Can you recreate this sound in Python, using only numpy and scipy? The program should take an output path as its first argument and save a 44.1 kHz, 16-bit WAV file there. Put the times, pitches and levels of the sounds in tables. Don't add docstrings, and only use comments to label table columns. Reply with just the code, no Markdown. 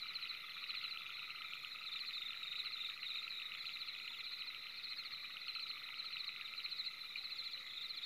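import sys
import numpy as np
from scipy import signal
from scipy.fft import rfft, irfft
from scipy.io import wavfile
from scipy.ndimage import uniform_filter1d

SR = 44100
rng = np.random.default_rng(int(sys.argv[2]) if len(sys.argv) > 2 else 0)


def master_out(mix):
    frames = np.transpose(np.atleast_2d(mix))
    ceiling = np.clip(frames, -1, 1)
    pcm = np.round(ceiling * 32767).astype(np.int16)
    wavfile.write(sys.argv[1], SR, pcm)


N = 355005

# [f/Hz, level/dB per Hz]
AIR_COLOUR = [(20, -15), (40, -8), (70, -6.5), (135, 0), (250, -4.5), (500, -6), (800, -8.5), (1700, -5.5),
              (3200, -3.5), (5200, -9), (6200, -11.5), (7500, -23.5), (9500, -19.5), (15500, -24.5)]
# [f/Hz, width/Hz, level/dB]
WING_MODES = [
    (10790, 700, -3),
    (12000, 1000, -0.5),
    (13300, 900, -3),
    (14600, 880, -3),
]
# [t/s, strokes ahead of an even beat]
KATYDID_DRIFT = [(0, 0.31), (1.4, 1.05), (3.65, 3.05), (6.3, 2.5), (8.05, 1.47)]
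# [t/s, strokes ahead of an even beat]
LOW_CRICKET_DRIFT = [(0, -0.78), (1.4, -0.31), (3.5, 0.53), (4.65, -0.89), (7, -.76), (7.7, -1.58),
                     (8.05, -1.6)]
# [first t/s, last t/s, strokes per s, level/dB]
HIGH_CRICKET_BOUTS = [(1.443, 1.51, 70, -76), (1.669, 1.824, 71, -75), (1.957, 2.212, 70.6, -74),
                      (2.356, 2.611, 70.2, -73), (2.730, 3.005, 69.2, -75), (3.153, 3.4, 68.9, -73),
                      (3.527, 3.805, 68.6, -73), (3.942, 4.233, 68.6, -72), (6.423, 6.61, 70, -77),
                      (6.765, 6.94, 69.5, -76), (7.098, 7.23, 69.7, -76), (7.313, 7.4, 69, -77),
                      (7.578, 7.77, 69.5, -76), (7.997, 8.045, 70, -76)]
SLOW_CHIRPS = [.525, 1.07, 2.878, 3.675, 4.315, 4.988, 5.622, 6.92, 7.59]
# [t/s, peepers level/dB, ticks level/dB, croaks level/dB]
CROWD_LEVELS = [(0.0, -54, -57, -67), (1.3, -53, -57.5, -66), (2.38, -52, -57.5, -69),
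                (5.99, -52.5, -58.5, -67), (8.05, -52.5, -60, -70)]
# [t/s, f/Hz, fall/ms, level/dB]
FAR_CALLS = [
    (5.70, 460, 34, -73),
    (6.04, 517, 20, -72),
    (7.215, 800, 20, -70),
    (7.345, 860, 14, -71.5),
    (7.405, 530, 16, -69),
    (7.575, 548, 63, -73),
]
# [t/s, level/dB]
DEEP_CROAKS = [(1.195, -65.5), (4.113, -63.5), (4.474, -66), (4.709, -69), (5.896, -65.5), (6.168, -67),
               (6.212, -68)]
# [first tick t/s, last tick t/s, tick level/dB, croak level/dB]
DULL_RUNS = [(.068, .578, -43, -48.5), (.350, .350, -35, -58), (.641, 0.86, -34.5, -49.5),
             (.742, 1.17, -36, -55), (.911, 1.23, -37.5, -51), (1.194, 1.305, -32.5, -49),
             (1.242, 1.36, -44, -49), (1.458, 1.67, -52, -50), (1.760, 1.96, -37.5, -52),
             (1.822, 2.1, -48, -51), (2.050, 2.68, -36, -50.5), (2.459, 3.23, -37.5, -52),
             (2.662, 3.17, -39, -54), (3.032, 3.52, -33, -54), (3.419, 4, -35, -55),
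             (4.078, 4.078, -35, -61), (4.240, 4.240, -54, -52), (5.572, 5.572, -36, -46.5),
             (6.169, 6.412, -32, -51), (6.538, 6.662, -34.5, -53)]
# [first tick t/s, last tick t/s, tick level/dB, croak level/dB]
SHARP_RUNS = [(.043, .155, -45, -52), (.137, .256, -41, -59), (.495, .495, -44, -55),
              (.706, 1.105, -36, -47.5), (1.420, 1.648, -36, -49), (1.939, 1.939, -47, -57),
              (1.993, 2.333, -40.5, -54.5), (2.529, 2.768, -40, -51.5), (2.900, 2.900, -38, -51),
              (4.423, 4.669, -39.5, -55), (4.934, 4.934, -41, -53), (5.037, 5.256, -39.5, -52),
              (5.370, 5.483, -38.5, -49.5), (.227, .350, -39, -58), (.273, .273, -39.5, -52),
              (.520, .520, -41, -54), (.815, .815, -39, -62), (1.289, 1.289, -52, -50),
              (2.374, 2.374, -47.5, -55), (3.550, 3.693, -39.5, -57), (3.818, 4.208, -43, -58),
              (4.845, 4.845, -48, -58), (7.578, 7.578, -44, -64), (5.553, 5.890, -42, -54),
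              (6.006, 6.479, -43, -62), (5.596, 6.055, -39.5, -51), (6.603, 6.603, -40, -57)]
# [t/ms, f/Hz, level/dB, octave level/dB]
LONG_NOTE = [(0, 4900, -38, -70), (2.96, 4860, -17, -54), (8.04, 4660, -26.5, -41),
             (14.05, 4540, -16.5, -49), (19.78, 4370, -11.5, -38), (25.63, 4200, -3, -47),
             (32.6, 4065, -.5, -58), (42.6, 3930, -3, -63), (45.4, 3780, -15, -70)]
SHORT_NOTE = [(0, 4000, -18, -67), (4.04, 3930, -3.5, -31), (7.16, 3850, -3, -39), (11.06, 3790, 0.5, -39),
              (17.06, 3680, -2, -34), (21, 3630, -9.5, -29.5), (27, 3520, -13.5, -38.5),
              (30.4, 2700, -37, -43)]
LOW_NOTE = [(0, 3780, -25, -40), (4, 3700, -4, -25), (10, 3570, 0, -20), (15, 3450, -2, -21),
            (19, 3330, -5, -27), (24, 3200, -25, -42)]
# [first t/s, last t/s]
SIDE_BOUTS = [(.335, .335), (.713, .713), (0.995, 1.072), (1.736, 1.812), (2.118, 2.189), (2.447, 2.447),
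              (2.875, 2.947), (3.244, 3.315), (3.627, 3.694), (3.984, 4.057), (4.714, 4.847),
              (5.113, 5.113), (5.219, 5.219), (6.093, 6.093), (6.4, 6.475), (6.864, 6.864), (7.6, 7.602)]
# [t/s, gap/s, level/dB, octave lift/dB]
LOW_BOUTS = [(.174, 0.029, -69, -12), (.448, .036, -50.5, -15), (.718, 0.039, -52, -6),
             (.996, 0.037, -49.5, -12), (1.513, .042, -53.5, 4), (3.557, 0.038, -50, -9),
             (3.833, 0.035, -52, -12), (4.107, .0365, -50, -5), (7.366, 0.04, -51, 1.5),
             (7.674, .037, -49, -3), (7.951, 0.037, -48, -5)]
# [first t/s, last t/s, level/dB, pitch factor]
SHORT_BOUTS = [(1.861, 1.861, -43, 1.02), (1.873, 1.954, -40.5, .97), (2.128, 2.293, -40, .98),
               (2.425, 2.590, -39.5, 1), (2.76, 2.884, -39.5, .99), (3.056, 3.179, -39.5, .99),
               (3.331, 3.452, -45, 1), (4.894, 4.894, -43, 1.07), (5.591, 5.591, -41, 1.09),
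               (6.164, 6.164, -42, 1.01), (6.193, 6.275, -48, 1.01), (6.449, 6.450, -42.5, 0.99),
               (6.753, 6.836, -45.5, 1.02), (7.098, 7.098, -44.5, 1.02), (7.765, 7.848, -42, 0.99),
               (8.025, 8.025, -37.5, .99)]
# [first t/s, last t/s, level/dB, pitch factor]
LONG_BOUTS = [(-.007, 0.271, -39, .99), (0.6, 0.888, -39, 0.99), (1.839, 2.127, -40, 1),
              (2.565, 2.706, -39.5, 0.99), (2.999, 3.28, -40.5, 0.99), (3.574, 3.858, -40, .992),
              (4.163, 4.453, -40.5, 1), (4.75, 5.104, -42, 1.018), (5.392, 5.671, -39, 1.01),
              (5.966, 6.249, -39.5, 1), (6.553, 6.839, -38.5, 1), (7.154, 7.508, -39, 1.003),
              (7.806, 8.02, -40.5, 1.006)]

LONG_GAP_S, SHORT_GAP_S, TICK_GAP_S = 0.071, 0.0413, 0.12


def gain_of(db):
    return 10 ** (np.asarray(db) / 20)


def evened(x):
    return x / np.sqrt(np.mean(x ** 2) + 1e-20)


def column(rows, count):
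    rows = np.transpose(rows)
    return np.interp(np.arange(N) / SR, rows[0], rows[count])


def add(mix, s, sound):
    at = round(s * SR)
    sound = sound[max(-at, 0):]
    part = mix[max(at, 0):][:len(sound)]
    part += sound[:len(part)]


def beats(first, last, gap, slowing=0.98):
    steps = np.linspace(0, 1, round((last - first) / gap) + 1)
    return first + (last - first) * steps ** slowing


def bouts(per_s, bouts_per_s, duty, spread_db):
    start, pace = rng.random(2)
    size, step, tune, turn = rng.standard_normal((260, 4)).T
    s = np.cumsum(1 + 0.04 * step) / (per_s * (0.9 + 0.2 * pace)) - 0.1 * (1 + start)
    cycle = bouts_per_s * (0.8 + 0.4 * pace) * s + start + 0.03 * np.cumsum(tune)
    singing = (cycle % 1 < duty) & (s < N / SR)
    return np.transpose([s, gain_of(spread_db * size), tune, turn])[singing]


def strokes(turns, spread_db):
    whole = np.floor(turns)
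    return (np.diff(whole, prepend=whole[0]) > 0) * gain_of(spread_db * rng.standard_normal(N))


def blip(hz, rise_ms, fall_ms, glide=0.0, turn=0.0):
    t = np.arange(int((rise_ms + 5 * fall_ms) * SR / 1000)) * 1000 / SR
    rise = np.sin(np.pi / 2 * np.minimum(t / rise_ms, 1)) ** 2
    fall = np.exp(-np.maximum(t - rise_ms, 0) / fall_ms)
    return rise * fall * np.sin(2 * np.pi * (np.cumsum(hz * (1 + glide * t)) / SR + turn))


def note(shape, factor, turn=0.0, octave_db=0.0, evenness=0.0):
    ms, *columns = np.transpose(shape)
    t = np.arange(ms[0], ms[-1], 1000 / SR)
    hz, db, octave = (np.interp(t, ms, c) for c in columns)
    phase = 2 * np.pi * (np.cumsum(hz * factor) / SR + turn)
    whistle = gain_of(db * (1 - evenness)) * np.sin(phase)
    overtone = gain_of(octave + octave_db) * np.sin(2 * phase)
    return signal.windows.tukey(len(t), 0.15) * (whistle + overtone)


def trees(x, t60, wet_db):
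    at, out = np.arange(60, 9000, 20), x.copy()
    for k in range(3):
        taps = np.zeros(9100)
        signs = rng.choice([-1.0, 1.0], len(at))
        taps[at + rng.integers(0, 20, len(at))] = signs * gain_of(-60 * at / SR / t60)
        share = np.sqrt(2 / 3) * np.cos(np.pi * (4.3 * np.arange(N) / SR + k / 3))
        wet = gain_of(wet_db) * signal.oaconvolve(x * share, taps / np.linalg.norm(taps))
        out += wet[:N]
        add(out, 0, wet[N:])
    return out


def air():
    hz, (f, db) = np.fft.rfftfreq(N, 1 / SR), np.transpose(AIR_COLOUR)
    colour = gain_of(np.interp(np.log(hz + 1), np.log(f), db))
    return gain_of(-66.5) * evened(irfft(rfft(rng.standard_normal(N)) * colour, N))


def katydid():
    turns = 122.4 * np.arange(N) / SR + column(KATYDID_DRIFT, count=1)
    out = np.zeros(N)
    for hz, width, db in WING_MODES:
        since = (turns + 0.082 + 0.059 * (hz - 12000) / 1000) % 1
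        teeth = 0.38 + np.minimum(since / 0.053, np.exp(-(since - 0.04) / 0.17))
        band = signal.butter(2, [hz - width / 2, hz + width / 2], "bandpass", fs=SR, output="sos")
        out += gain_of(db) * evened(signal.sosfilt(band, teeth * rng.standard_normal(N)))
    swell = evened(uniform_filter1d(uniform_filter1d(rng.standard_normal(N), 3000), 3000))
    return gain_of(-75.5 + swell) * evened(out)


def low_cricket():
    jitter = 0.04 * evened(uniform_filter1d(rng.standard_normal(N), 800))
    turns = 55 * np.arange(N) / SR + column(LOW_CRICKET_DRIFT, count=1) + 0.2 + jitter
    ring = blip(2070, 4.0, 2.8, -0.001)
    return gain_of(-54.5) * signal.oaconvolve(strokes(turns, 2.5), ring)[:N]


def high_cricket():
    out = np.zeros(N)
    for first, last, per_s, db in HIGH_CRICKET_BOUTS:
        for s in np.arange(first, last, 1 / per_s):
            size = gain_of(db + 4 + rng.standard_normal())
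            add(out, s - 0.002, size * blip(7020, 2.6, 2, -0.002, rng.random()))
    return out


def slow_cricket():
    out = np.zeros(N)
    for s in SLOW_CHIRPS:
        for later, hz, lift_db in ((0, 6370, 4), (0.017, 6700, -1), (0.04, 6580, -1.5), (0.072, 6620, -6)):
            add(out, s + later, gain_of(-72 + lift_db) * blip(hz, 6.0, 6.7))
    return out


def crickets():
    return trees(low_cricket(), 0.15, -6) + trees(high_cricket() + slow_cricket(), 0.1, -11)


def crowd(count=12):
    peeps, ticks, croaks = np.zeros((3, N))
    for place, far in zip(np.linspace(-1, 1, count), rng.random(count)):
        for s, gain, tune, turn in bouts(24.5, 3.0, 0.7, 1.53):
            size = gain * gain_of(-7.0 * far - 9.1 * place ** 2)
            add(peeps, s, size * note(SHORT_NOTE, 1.035 + 0.0928 * place + 0.0066 * tune, turn, -2.5))
        for s, gain, tune, turn in bouts(15.0, 1.5, 0.92, 1.6):
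            size = gain * gain_of(-9.0 * far)
            add(croaks, s, size * blip(1320 + 55 * place + 35 * tune, 5.0, 2.0, -0.002, turn))
            low = blip(2370 + 90 * place + 170 * tune, 1.53, 1.31, turn=turn)
            high = gain_of(-10 + 2 * tune) * blip(2950 + 110 * turn, 1.1, 0.6, turn=tune)
            add(ticks, s + 0.01, size * low)
            add(ticks, s + 0.01, size * high)
    peeps = gain_of(column(CROWD_LEVELS, count=1)) * evened(trees(peeps, 0.27, -6.0))
    ticks = gain_of(column(CROWD_LEVELS, count=2) + 2.3) * evened(trees(ticks, 0.16, -1))
    croaks = gain_of(column(CROWD_LEVELS, count=3) + 2.0) * evened(trees(croaks, 0.21, -5.0))
    return peeps + ticks + croaks


def odd_callers():
    out = np.zeros(N)
    for s, hz, fall_ms, db in FAR_CALLS:
        add(out, s - 0.02, gain_of(db) * blip(hz, 20, fall_ms, -0.00069))
    for s, db in DEEP_CROAKS:
        add(out, s - 0.012, gain_of(db) * blip(1000, 8.8, 8.8, -0.005))
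    fuller = gain_of(-34) * blip(2415, 3.5, 4.0) + gain_of(-43) * blip(2860, 3.5, 4.0, -0.004)
    add(out, 7.156, fuller)
    return out


def click_frogs(runs, low_db, high_db):
    out = np.zeros(N)
    for first, last, db, croak_db in runs:
        times = beats(first, last, TICK_GAP_S)
        for s, (turn, tune, a, b) in zip(times, rng.random((len(times), 4))):
            low = gain_of(db + low_db + 2 * a - 1)
            high = gain_of(db + high_db + 2 * b - 1)
            low_ring = gain_of(-1.0) * blip(2540 * (0.956 + 0.12 * tune), 1.5, 1.0, turn=turn)
            high_ring = gain_of(0.5) * blip(3080 * (0.935 + 0.038 * turn), 1.08, 0.66, turn=tune)
            croak = blip(1330 * (0.96 + 0.08 * tune), 5.0, 2.2, -0.002, turn)
            add(out, s - 0.0012, low * low_ring)
            add(out, s - 0.0011, high * high_ring)
            add(out, s - 0.014, gain_of(croak_db + 0.95) * croak)
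    return out


def side_peeper():
    out = np.zeros(N)
    for first, last in SIDE_BOUTS:
        for s in beats(first, last, LONG_GAP_S):
            add(out, s - 0.006, gain_of(-62) * note(LONG_NOTE, 1.005, rng.random(), -6, 0.8))
    return out


def low_peeper():
    out = np.zeros(N)
    for s, gap, db, octave_db in LOW_BOUTS:
        for k, (size, turn) in enumerate(rng.standard_normal((5, 2))):
            whistle = note(LOW_NOTE, 0.99, turn, octave_db)
            add(out, s - 0.016 + k * gap, gain_of(db + 0.74 * size) * whistle)
    return out


def near_peepers(rows, note_shape, gap, slowing, hurry_ms):
    opening_db, uneven_db, detune = -2.0, 0.92, 0.006
    out = np.zeros(N)
    for first, last, db, factor in rows:
        times = beats(first, last, gap, slowing)
        for k, (s, (size, tune, turn)) in enumerate(zip(times, rng.standard_normal((len(times), 3)))):
            hurry = hurry_ms * 0.5 ** k
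            shape = [(ms + hurry * max(1 - ms / 20, 0), *rest) for ms, *rest in note_shape]
            gain = gain_of(db + opening_db * (k == 0) + uneven_db * size)
            add(out, s + shape[0][0] / 1000, gain * note(shape, factor + detune * tune, turn))
    return out


def peepers():
    short = near_peepers(SHORT_BOUTS, SHORT_NOTE, SHORT_GAP_S, slowing=0.98, hurry_ms=0.0)
    long = near_peepers(LONG_BOUTS, LONG_NOTE, LONG_GAP_S, slowing=1.03, hurry_ms=7.0)
    return trees(side_peeper() + low_peeper() + short + long, 0.13, -11.5)


def scene():
    dull = click_frogs(DULL_RUNS, low_db=-0.5, high_db=-13)
    sharp = click_frogs(SHARP_RUNS, low_db=0.0, high_db=0.5)
    frogs = trees(odd_callers() + dull + sharp, 0.05, -13)
    return (air() + katydid() + crickets() + crowd() + frogs + peepers())[None]


def band_limit(x):
    return signal.sosfilt(signal.butter(12, 15550, fs=SR, output="sos"), x)


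def record(dry):
    mix = dry - 0.0004
    return band_limit(mix)


dry = scene()
out = record(dry)
master_out(out)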